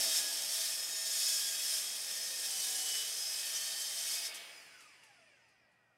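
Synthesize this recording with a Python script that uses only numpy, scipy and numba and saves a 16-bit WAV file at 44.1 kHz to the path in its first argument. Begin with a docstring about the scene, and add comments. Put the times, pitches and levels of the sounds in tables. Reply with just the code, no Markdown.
"""A mitre saw bites into a board in a small workshop, jolting the table, and is drawn slowly through.
The teeth tear out chips and ring the steel blade; the board's resonances sink as the kerf deepens.
At 4.1 s the brake comes on and the teeth soon leave the wood. The blade coasts down, still ringing,
its teeth chopping the air into a falling whistle. Last, the saw head clicks four times over a faint hum."""
import sys
import numpy as np
from scipy import signal
from scipy.fft import rfft, irfft, next_fast_len
from scipy.io import wavfile
from numba import njit

SR = 44100
rng = np.random.default_rng(int(sys.argv[2]) if len(sys.argv) > 2 else 0)


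def dump_mix(stems):
    """Bounce the given channels to the path in sys.argv[1] as a 16-bit WAV at rate SR."""
    frames = np.atleast_2d(stems).T  # one column per channel
    limited = np.clip(frames, -1, 1)  # hard clip at full scale
    pcm = np.round(limited * 32767).astype(np.int16)
    wavfile.write(sys.argv[1], SR, pcm)


N = 263274
T = np.arange(N) / SR

TEETH, TOOTH_HZ, TOP_HZ = 60, 4480, 15750
TRIGGER_OFF_S, BRAKE_TAU_S = 4.10, .59
CUT_END_S, CLEAR_S, LEAVE_S = 4.33, 4.56, .13  # chips stop; teeth clear the kerf; fade time of both

# chip hiss spectrum (frequency [Hz], relative level [dB])
CHIP_SPECTRUM = [(2180, -38), (3700, -15.5), (4130, -14.5), (5270, -1), (5600, -4), (6850, -6.5),
                 (7080, -8.5), (7350, -7.5), (8390, -5.5), (12500, -12), (15100, -21.5), (15900, -23)]
# wood rasp spectrum (frequency [Hz], relative level [dB])
RASP_SPECTRUM = [(560, -47.5), (950, -18.5), (1380, -11.5), (1770, -5), (1930, -6), (2360, -7),
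                 (2510, -5.5), (2790, -7), (3160, -0.5), (4200, -11), (5460, -29), (9240, -120)]
def cutting(turns):
    """Chips hiss, wood rasps and the blade rings until the teeth leave the board."""
    chip_gain, rasp_gain = feed()
    force = bite(turns)
    chips = colour(force + undb(-12) * splinters(), CHIP_SPECTRUM) * undb(.93)
    rasp = colour(force, RASP_SPECTRUM) * undb(1.22)
    steel = loaded_blade(force) * undb(-2.75)
    return chip_gain * (chips + steel) + rasp_gain * rasp


def bite(turns, grain_db=1.5, flutter_db=.5):
    """Each tooth tears fibres of its own strength; the force flutters with the grain."""
    tooth = (turns * TEETH).astype(int)
    return unit(noise() * undb(grain_db * noise()[tooth] + flutter_db * walk(70)))


def splinters(rate_hz=300):
    """Sparse snaps of fibres and flying chips."""
    return unit((rng.random(N) < rate_hz / SR) * noise())


# hand pushes (peak time [s], rise [s], fall [s], relative chip level [dB], relative rasp level [dB])
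PUSHES = [(0.01, 0.062, 0.11, -35.5, -49), (.17, 0.1, 0.061, -34.5, -48), (.33, 0.16, 0.26, -43, -56.5),
          (.57, 0.083, 0.21, -39, -53.5), (1.27, 0.23, .28, -36.5, -52), (1.74, 0.16, 0.11, -38, -50.5),
          (2.47, 0.067, 0.15, -46, -56), (2.76, 0.35, 0.13, -41, -56), (2.9, 0.051, .18, -42, -50),
          (3.52, 0.2, 0.24, -47, -54.5), (4.15, .14, 0.031, -41.5, -53), (4.26, .025, 0.025, -42, -51),
          (4.347, .006, .036, -48, -73)]
def feed():
    """Chip and rasp gains: a steady feed plus pushes of the hand, summed in power."""
    chip_power = (undb(-42.5) * until(CUT_END_S)) ** 2
    rasp_power = (undb(-53 + 3.5 * jolt()) * until(CLEAR_S)) ** 2
    for peak_s, rise_s, fall_s, chip_db, rasp_db in PUSHES:
        width_s = np.where(T < peak_s, rise_s, fall_s)
        push = np.exp(-((T - peak_s) / width_s) ** 2)
        chip_power += (undb(chip_db) * push) ** 2
        rasp_power += (undb(rasp_db) * push) ** 2
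    return np.sqrt(chip_power), np.sqrt(rasp_power)


def jolt(settle_s=.28):
    """The first bite jolts the board, settling from 1 to 0."""
    return np.exp(-T / settle_s)


# blade depth in the kerf (time [s], depth [0-1])
KERF_DEPTH = [(0, 0), (.6, 0.15), (1.85, 0.38), (2.7, 1), (3.3, .91), (4.45, 0.74)]
def kerf_depth():
    """How deep the blade sits in the wood."""
    return curve(KERF_DEPTH)


# loaded blade modes (frequency [Hz], full-depth sink [Hz], filter width [Hz],
# relative level shallow [dB], relative level deep [dB])
LOADED_MODES = [(1673, 1.5, 85, -24.5, -28), (1810, 2, 58.8, -26.5, -26.5), (2535, -22, 80, -21, -22.5),
                (3250, 19, 200, -18, -22), (3552, 589.5, 16, -11.5, -16), (3592, 29.5, 57, -16, -22),
                (3757, 19.5, 30, -20, -19.5), (4040, 119.5, 70, -22, -29.5), (4420, 73.5, 110, -17, -17),
                (4575, 86, 61, -12.5, -24), (4875, 161.5, 79, -13.5, -14), (5204, 67.5, 95, -8.5, -15.5),
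                (5360, 200, 120, -8, -14.5), (5500, 0, 200, -20.5, -14.5), (6000, 113, 130, -19, -9.5),
                (6400, 75, 68, -21.5, -16), (6836, 164.5, 110, -17, -13), (7440, 11, 130, -21, -15.5),
                (7710, 39.5, 150, -17.5, -13), (8130, 10, 70, -18, -21), (8346, 103, 110, -15, -12),
                (9020, 42.5, 150, -23, -18), (9530, 68, 110, -13, -12.5), (9800, 16.5, 65, -22.5, -26.5)]
def loaded_blade(force, patchy_db=3, drift=.0015):
    """The kerf loads the plate: most modes sink with depth, and all waver as the wood rubs."""
    depth = kerf_depth()
    out = np.zeros(N)
    for hz, sink_hz, width_hz, shallow_db, deep_db in LOADED_MODES:
        db = shallow_db + depth * (deep_db - shallow_db) + patchy_db * walk(7)
        centre_hz = (hz - sink_hz * depth) * (1 + drift * walk(8))
        out += undb(db) * ring(force, centre_hz, width_hz)
    return out


# blade tones (start [s], end [s], midpoint frequency [Hz], level [dB])
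SINGING_TONES = [(-.1, .28, 3220, -54), (-.1, .4, 5330, -54), (.1, .4, 1673, -55.5), (.4, 1.25, 1815, -57),
                 (.8, 1.6, 6810, -50), (1.15, 1.55, 4800, -46), (1.18, 1.5, 5190, -43.5),
                 (1.2, 1.7, 8110, -56), (1.2, 1.6, 1628, -57.5), (1.72, 1.97, 3240, -59),
                 (2, 2.55, 1830, -59.5), (2.05, 2.65, 5200, -51.5), (2.52, 2.72, 3026, -53),
                 (2.75, 3.12, 2980, -50), (2.85, 3.1, 4794, -51), (3.1, 3.45, 5080, -46),
                 (3.35, 3.95, 1810, -56), (3.45, 3.95, 4494, -48), (3.4, 4.05, 3116, -51.5),
                 (3.9, 4.25, 3650, -52), (3.95, 4.35, 4385, -50.5), (4, 4.35, 4790, -52)]
def singing():
    """The blade sings where the kerf presses on it."""
    return swells(SINGING_TONES, sink=.025, rough=.23, rate_hz=70)


# table rumble spectrum (frequency [Hz], relative level [dB])
RUMBLE_SPECTRUM = [(60, -22.5), (130, -22), (200, -17.5), (260, -19), (330, -7.5), (430, -7.5), (650, 0),
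                   (800, -5), (1100, -12.5)]
# low motor drone and saw frame hum
# (frequency [Hz], relative level shallow [dB], relative level deep [dB])
DRONE_AND_HUM = [(209.3, -18.5, -21.5), (655, -3, -19), (867, -9, -18.5), (1222, -9.5, -13.5)]
def saw_body(turns, shake_db=-60.5, jolt_db=10, sink=.05):
    """The motor drones while the cut makes the table rumble and the frame hum."""
    depth = kerf_depth()
    rumble = colour(bite(turns), RUMBLE_SPECTRUM) * undb(-2.5) * np.interp(T, [4.35, 4.75], [1, 0])
    tones = np.zeros(N)
    for hz, shallow_db, deep_db in DRONE_AND_HUM:
        db = shallow_db + depth * (deep_db - shallow_db)
        tones += undb(db) * tone(hz * (1 - sink * depth), rough=.58, rate_hz=30)
    return undb(shake_db + jolt_db * jolt()) * (rumble + tones * until(CLEAR_S))


# board resonances (start [s], end [s], midpoint frequency [Hz], level [dB])
BOARD_MODES = [(-.2, .38, 311, -65.5), (-.2, .6, 595, -69), (-.2, .9, 920, -71), (0, .55, 775, -65.5),
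               (2, 2.6, 516, -69), (1.56, 3.2, 211.3, -78.5), (2.42, 2.95, 755, -60.5), (2, 2.5, 494, -71),
               (2.5, 3.25, 456.7, -69), (2.5, 2.9, 1027, -68), (2.5, 3.15, 297, -77.5)]
def board():
    """The board booms, sinking in pitch as the kerf weakens it."""
    return swells(BOARD_MODES, sink=.2, rough=.29, rate_hz=25)


# guard resonances (frequency [Hz], relative level [dB])
GUARD_SPECTRUM = [(300, -15), (520, -7), (650, 9), (730, -6.5), (820, 2.5), (1080, -5), (1550, 4),
                  (1900, -3), (2300, -1), (2650, 6), (3600, -16)]
def guard_howl(tooth_hz):
    """Clear of the wood, the tooth whistle falls through the guard's resonances."""
    harmonics = whistle(tooth_hz, np.arange(1, 8), rough=.8, rate_hz=90)
    return colour(harmonics, GUARD_SPECTRUM) * air_gain(tooth_hz) * undb(-57.7)


def whistle(tooth_hz, orders, rough, rate_hz, patchy_db=2.5):
    """Tooth-rate harmonics of the freed blade, shaken by swirling air and surfacing in patches."""
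    out = np.zeros(N)
    for order in orders:
        hz = order * tooth_hz
        out += undb(patchy_db * walk(14)) * tone(hz, rough, rate_hz) * (hz < TOP_HZ)
    return unit(out) * (1 - until(CLEAR_S))


# air hiss spectrum (frequency [Hz], relative level [dB])
HISS_SPECTRUM = [(2240, -43), (3800, -13.5), (5070, 0.5), (5410, -7), (5850, -5), (6640, -10), (9230, -7),
                 (12700, -15), (14900, -15), (15900, -24)]
# hiss fade while coasting (time [s], relative level [dB])
HISS_FADE = [(4.43, -56.5), (4.65, -63), (5.34, -80), (5.53, -82), (5.62, -86.5), (5.97, -89)]
def tooth_hiss(tooth_hz):
    """The teeth chop the air into a hiss that dulls as they slow."""
    orders = np.arange(2, 17, .5)  # alternating bevels add half orders
    harmonics = whistle(tooth_hz, orders, rough=1.1, rate_hz=110)
    hiss = colour(noise() + undb(-6) * harmonics, HISS_SPECTRUM)
    dull = signal.sosfilt(signal.butter(2, 10000, fs=SR, output="sos"), hiss)
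    brightness = np.clip(tooth_hz / 3000, 0, 1)
    return (brightness * hiss + (1 - brightness) * dull) * undb(curve(HISS_FADE) + 2)


# air rush spectrum (frequency [Hz], relative level [dB])
RUSH_SPECTRUM = [(88, -44), (150, -15), (253, -17), (275, -11.5), (661, -8), (738, -13.5), (824, -10),
                 (2610, 1), (4000, -16), (5200, -48), (8800, -120)]
def air_rush(tooth_hz):
    """The spinning blade drags air round with it."""
    return colour(noise(), RUSH_SPECTRUM) * air_gain(tooth_hz) * undb(-50)


def air_gain(tooth_hz, db_per_octave=7, muffle_db=-11):
    """Air noise falls with speed and is muffled inside the kerf."""
    in_kerf = until(CLEAR_S - LEAVE_S / 2)
    return undb(db_per_octave * np.log2(tooth_hz / TOOTH_HZ) + muffle_db * in_kerf)


# free blade modes (frequency [Hz], relative level [dB])
FREE_MODES = [(682, -73), (862, -75), (1884, -74.5), (2180, -68), (2256, -65.5), (2541, -68), (2751, -71.5),
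              (3020, -72), (3375, -70.5), (4382, -69), (4732, -75), (4845, -70), (5168, -70), (7219, -75.5),
              (9238, -72.5)]
# long-lived modes split by the spin (rest frequency [Hz], nodal diameters [-], relative level [dB])
SPLIT_MODES = [(1910, 9.8, -78), (2410, 8, -86.5)]
def free_blade(turn_hz):
    """The freed blade rings out; waves running with and against the spin converge as it slows."""
    fade_db = np.interp(T, [3.9, 4.2, 4.4, 5.97], [-9, 9.5, 2.5, -41])
    out = undb(fade_db) * sum(undb(db) * tone(hz, rough=.94, rate_hz=35) for hz, db in FREE_MODES)
    split_gain = np.interp(T, [4.5, 5.3, 5.97], [.4, 1, .65])
    for hz, diameters, db in SPLIT_MODES:
        backward = tone(hz - diameters * turn_hz, rough=.2, rate_hz=22)
        forward = tone(hz + .5 * diameters * turn_hz, rough=.22, rate_hz=17)
        out += undb(db) * (backward + forward) * split_gain
    return out


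# head and guard knocks (time [s], peak level [dB], 60 dB decay [s])
KNOCKS = [(4.806, -57, 0.17), (5.035, -61, 0.13), (5.485, -73, .12), (5.716, -79, 0.13)]
# knock spectrum (frequency [Hz], relative level [dB])
KNOCK_SPECTRUM = [(300, -15), (1500, -2), (5000, -5), (7000, -3), (10000, -4), (15000, -22)]
def knocks():
    """The saw head and guard rattle briefly as they are moved."""
    envelope = sum((T > at_s) * undb(db - 60 * np.abs(T - at_s) / t60_s) for at_s, db, t60_s in KNOCKS)
    return envelope * colour(noise(), KNOCK_SPECTRUM)


def walls(x, t60_s=.22, wet_db=-10):
    """Close walls add a short dense tail."""
    t = T[:SR // 2]
    tail = noise()[:len(t)] * undb(-60 * t / t60_s) * (t > .004)
    wet = signal.fftconvolve(x, tail / np.linalg.norm(tail))[:N]
    return (x + undb(wet_db) * wet) / np.sqrt(1 + undb(wet_db) ** 2)


# workshop noise spectrum (frequency [Hz], relative level [dB])
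ROOM_SPECTRUM = [(30, -24.5), (55, -12), (120, -6), (220, -5), (400, -9.5), (750, -4), (1500, -18),
                 (3500, -28.5), (15000, -34.5)]
def room_tone(noise_db=-78, hum_hz=118, hum_db=-86.5):
    """Low room noise and a faint mains hum."""
    hum = undb(hum_db) * np.sin(2 * np.pi * hum_hz * T)
    return undb(noise_db) * colour(noise(), ROOM_SPECTRUM) + hum


def swells(table, sink, rough, rate_hz):
    """Tones that swell and die; pitch drops by the fraction `sink` per unit of kerf depth."""
    depth = kerf_depth()
    out = np.zeros(N)
    for start_s, end_s, hz, db in table:
        progress = np.clip((T - start_s) / (end_s - start_s), 0, 1)
        arch = np.sqrt(4 * progress * (1 - progress))
        deeper = depth - np.interp((start_s + end_s) / 2, T, depth)
        out += undb(db) * arch * tone(hz * (1 - sink * deeper), rough, rate_hz)
    return out


def tone(hz, rough, rate_hz):
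    """Sine with randomly shaken strength and phase; rms near 1."""
    phase = 2 * np.pi * np.cumsum(hz + np.zeros(N)) / SR
    in_phase = (1 + rough * walk(rate_hz)) * np.sin(phase)
    quadrature = rough * walk(rate_hz) * np.cos(phase)
    return np.sqrt(2 / (1 + 2 * rough ** 2)) * (in_phase + quadrature)


def ring(x, hz, width_hz):
    """One resonance, applied twice for steep flanks; rms 1."""
    centre_hz = np.clip(hz + np.zeros(N), 20, .45 * SR)
    once = bandpass(x, centre_hz, float(width_hz))
    return unit(bandpass(once, centre_hz, float(width_hz)))


@njit
def bandpass(x, hz, width_hz):
    """State-variable band-pass with a moving centre."""
    y = np.empty(len(x))
    band_state, low_state = 0., 0.
    for i in range(len(x)):
        g, damping = np.tan(np.pi * hz[i] / SR), width_hz / hz[i]
        band = (band_state + g * (x[i] - low_state)) / (1 + g * (g + damping))
        band_state = 2 * band - band_state
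        low_state += 2 * g * band
        y[i] = damping * band
    return y


def colour(x, spectrum):
    """Filter by a spectrum, falling 36 dB per octave beyond its ends; rms 1."""
    hz, db = np.transpose(spectrum)
    size = next_fast_len(N + 4096)
    octave, knots = np.log2(np.fft.rfftfreq(size, 1 / SR) + 1), np.log2(hz)
    beyond = np.abs(octave - np.clip(octave, knots[0], knots[-1]))
    gain = undb(np.interp(octave, knots, db) - 36 * beyond)
    return unit(irfft(rfft(x, size) * gain, size)[:N])


def until(end_s):
    """1, then a short fade to 0 at end_s."""
    return np.clip((end_s - T) / LEAVE_S, 0, 1)


def curve(table):
    """Straight lines through (time, value) points."""
    return np.interp(T, *np.transpose(table))


def walk(rate_hz):
    """Smooth random wander, spread near 1."""
    knots = rng.standard_normal(1024)
    return 1.22 * np.interp(T * rate_hz, np.arange(len(knots)), knots)


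def noise():
    """White noise."""
    return rng.standard_normal(N)


def unit(x):
    """Scale to rms 1."""
    return x / np.sqrt(np.mean(x ** 2))


def undb(db):
    """Decibels to gain."""
    return 10 ** (np.asarray(db) / 20)


def scene():
    """The saw holds its speed, then brakes exponentially; both channels alike."""
    tooth_hz = TOOTH_HZ * np.exp(-np.maximum(T - TRIGGER_OFF_S, 0) / BRAKE_TAU_S)
    turn_hz = tooth_hz / TEETH
    turns = np.cumsum(turn_hz) / SR
    cut = cutting(turns) + singing() + saw_body(turns) + board()
    air = guard_howl(tooth_hz) + tooth_hiss(tooth_hz) + air_rush(tooth_hz)
    saw = cut + air + free_blade(turn_hz) + knocks()
    return np.tile(room_tone() + walls(saw), (2, 1))


def record(dry):
    """Steep low-pass at TOP_HZ."""
    return signal.sosfilt(signal.ellip(12, .1, 80, TOP_HZ, fs=SR, output="sos"), dry)


dry = scene()
out = record(dry)
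dump_mix(out)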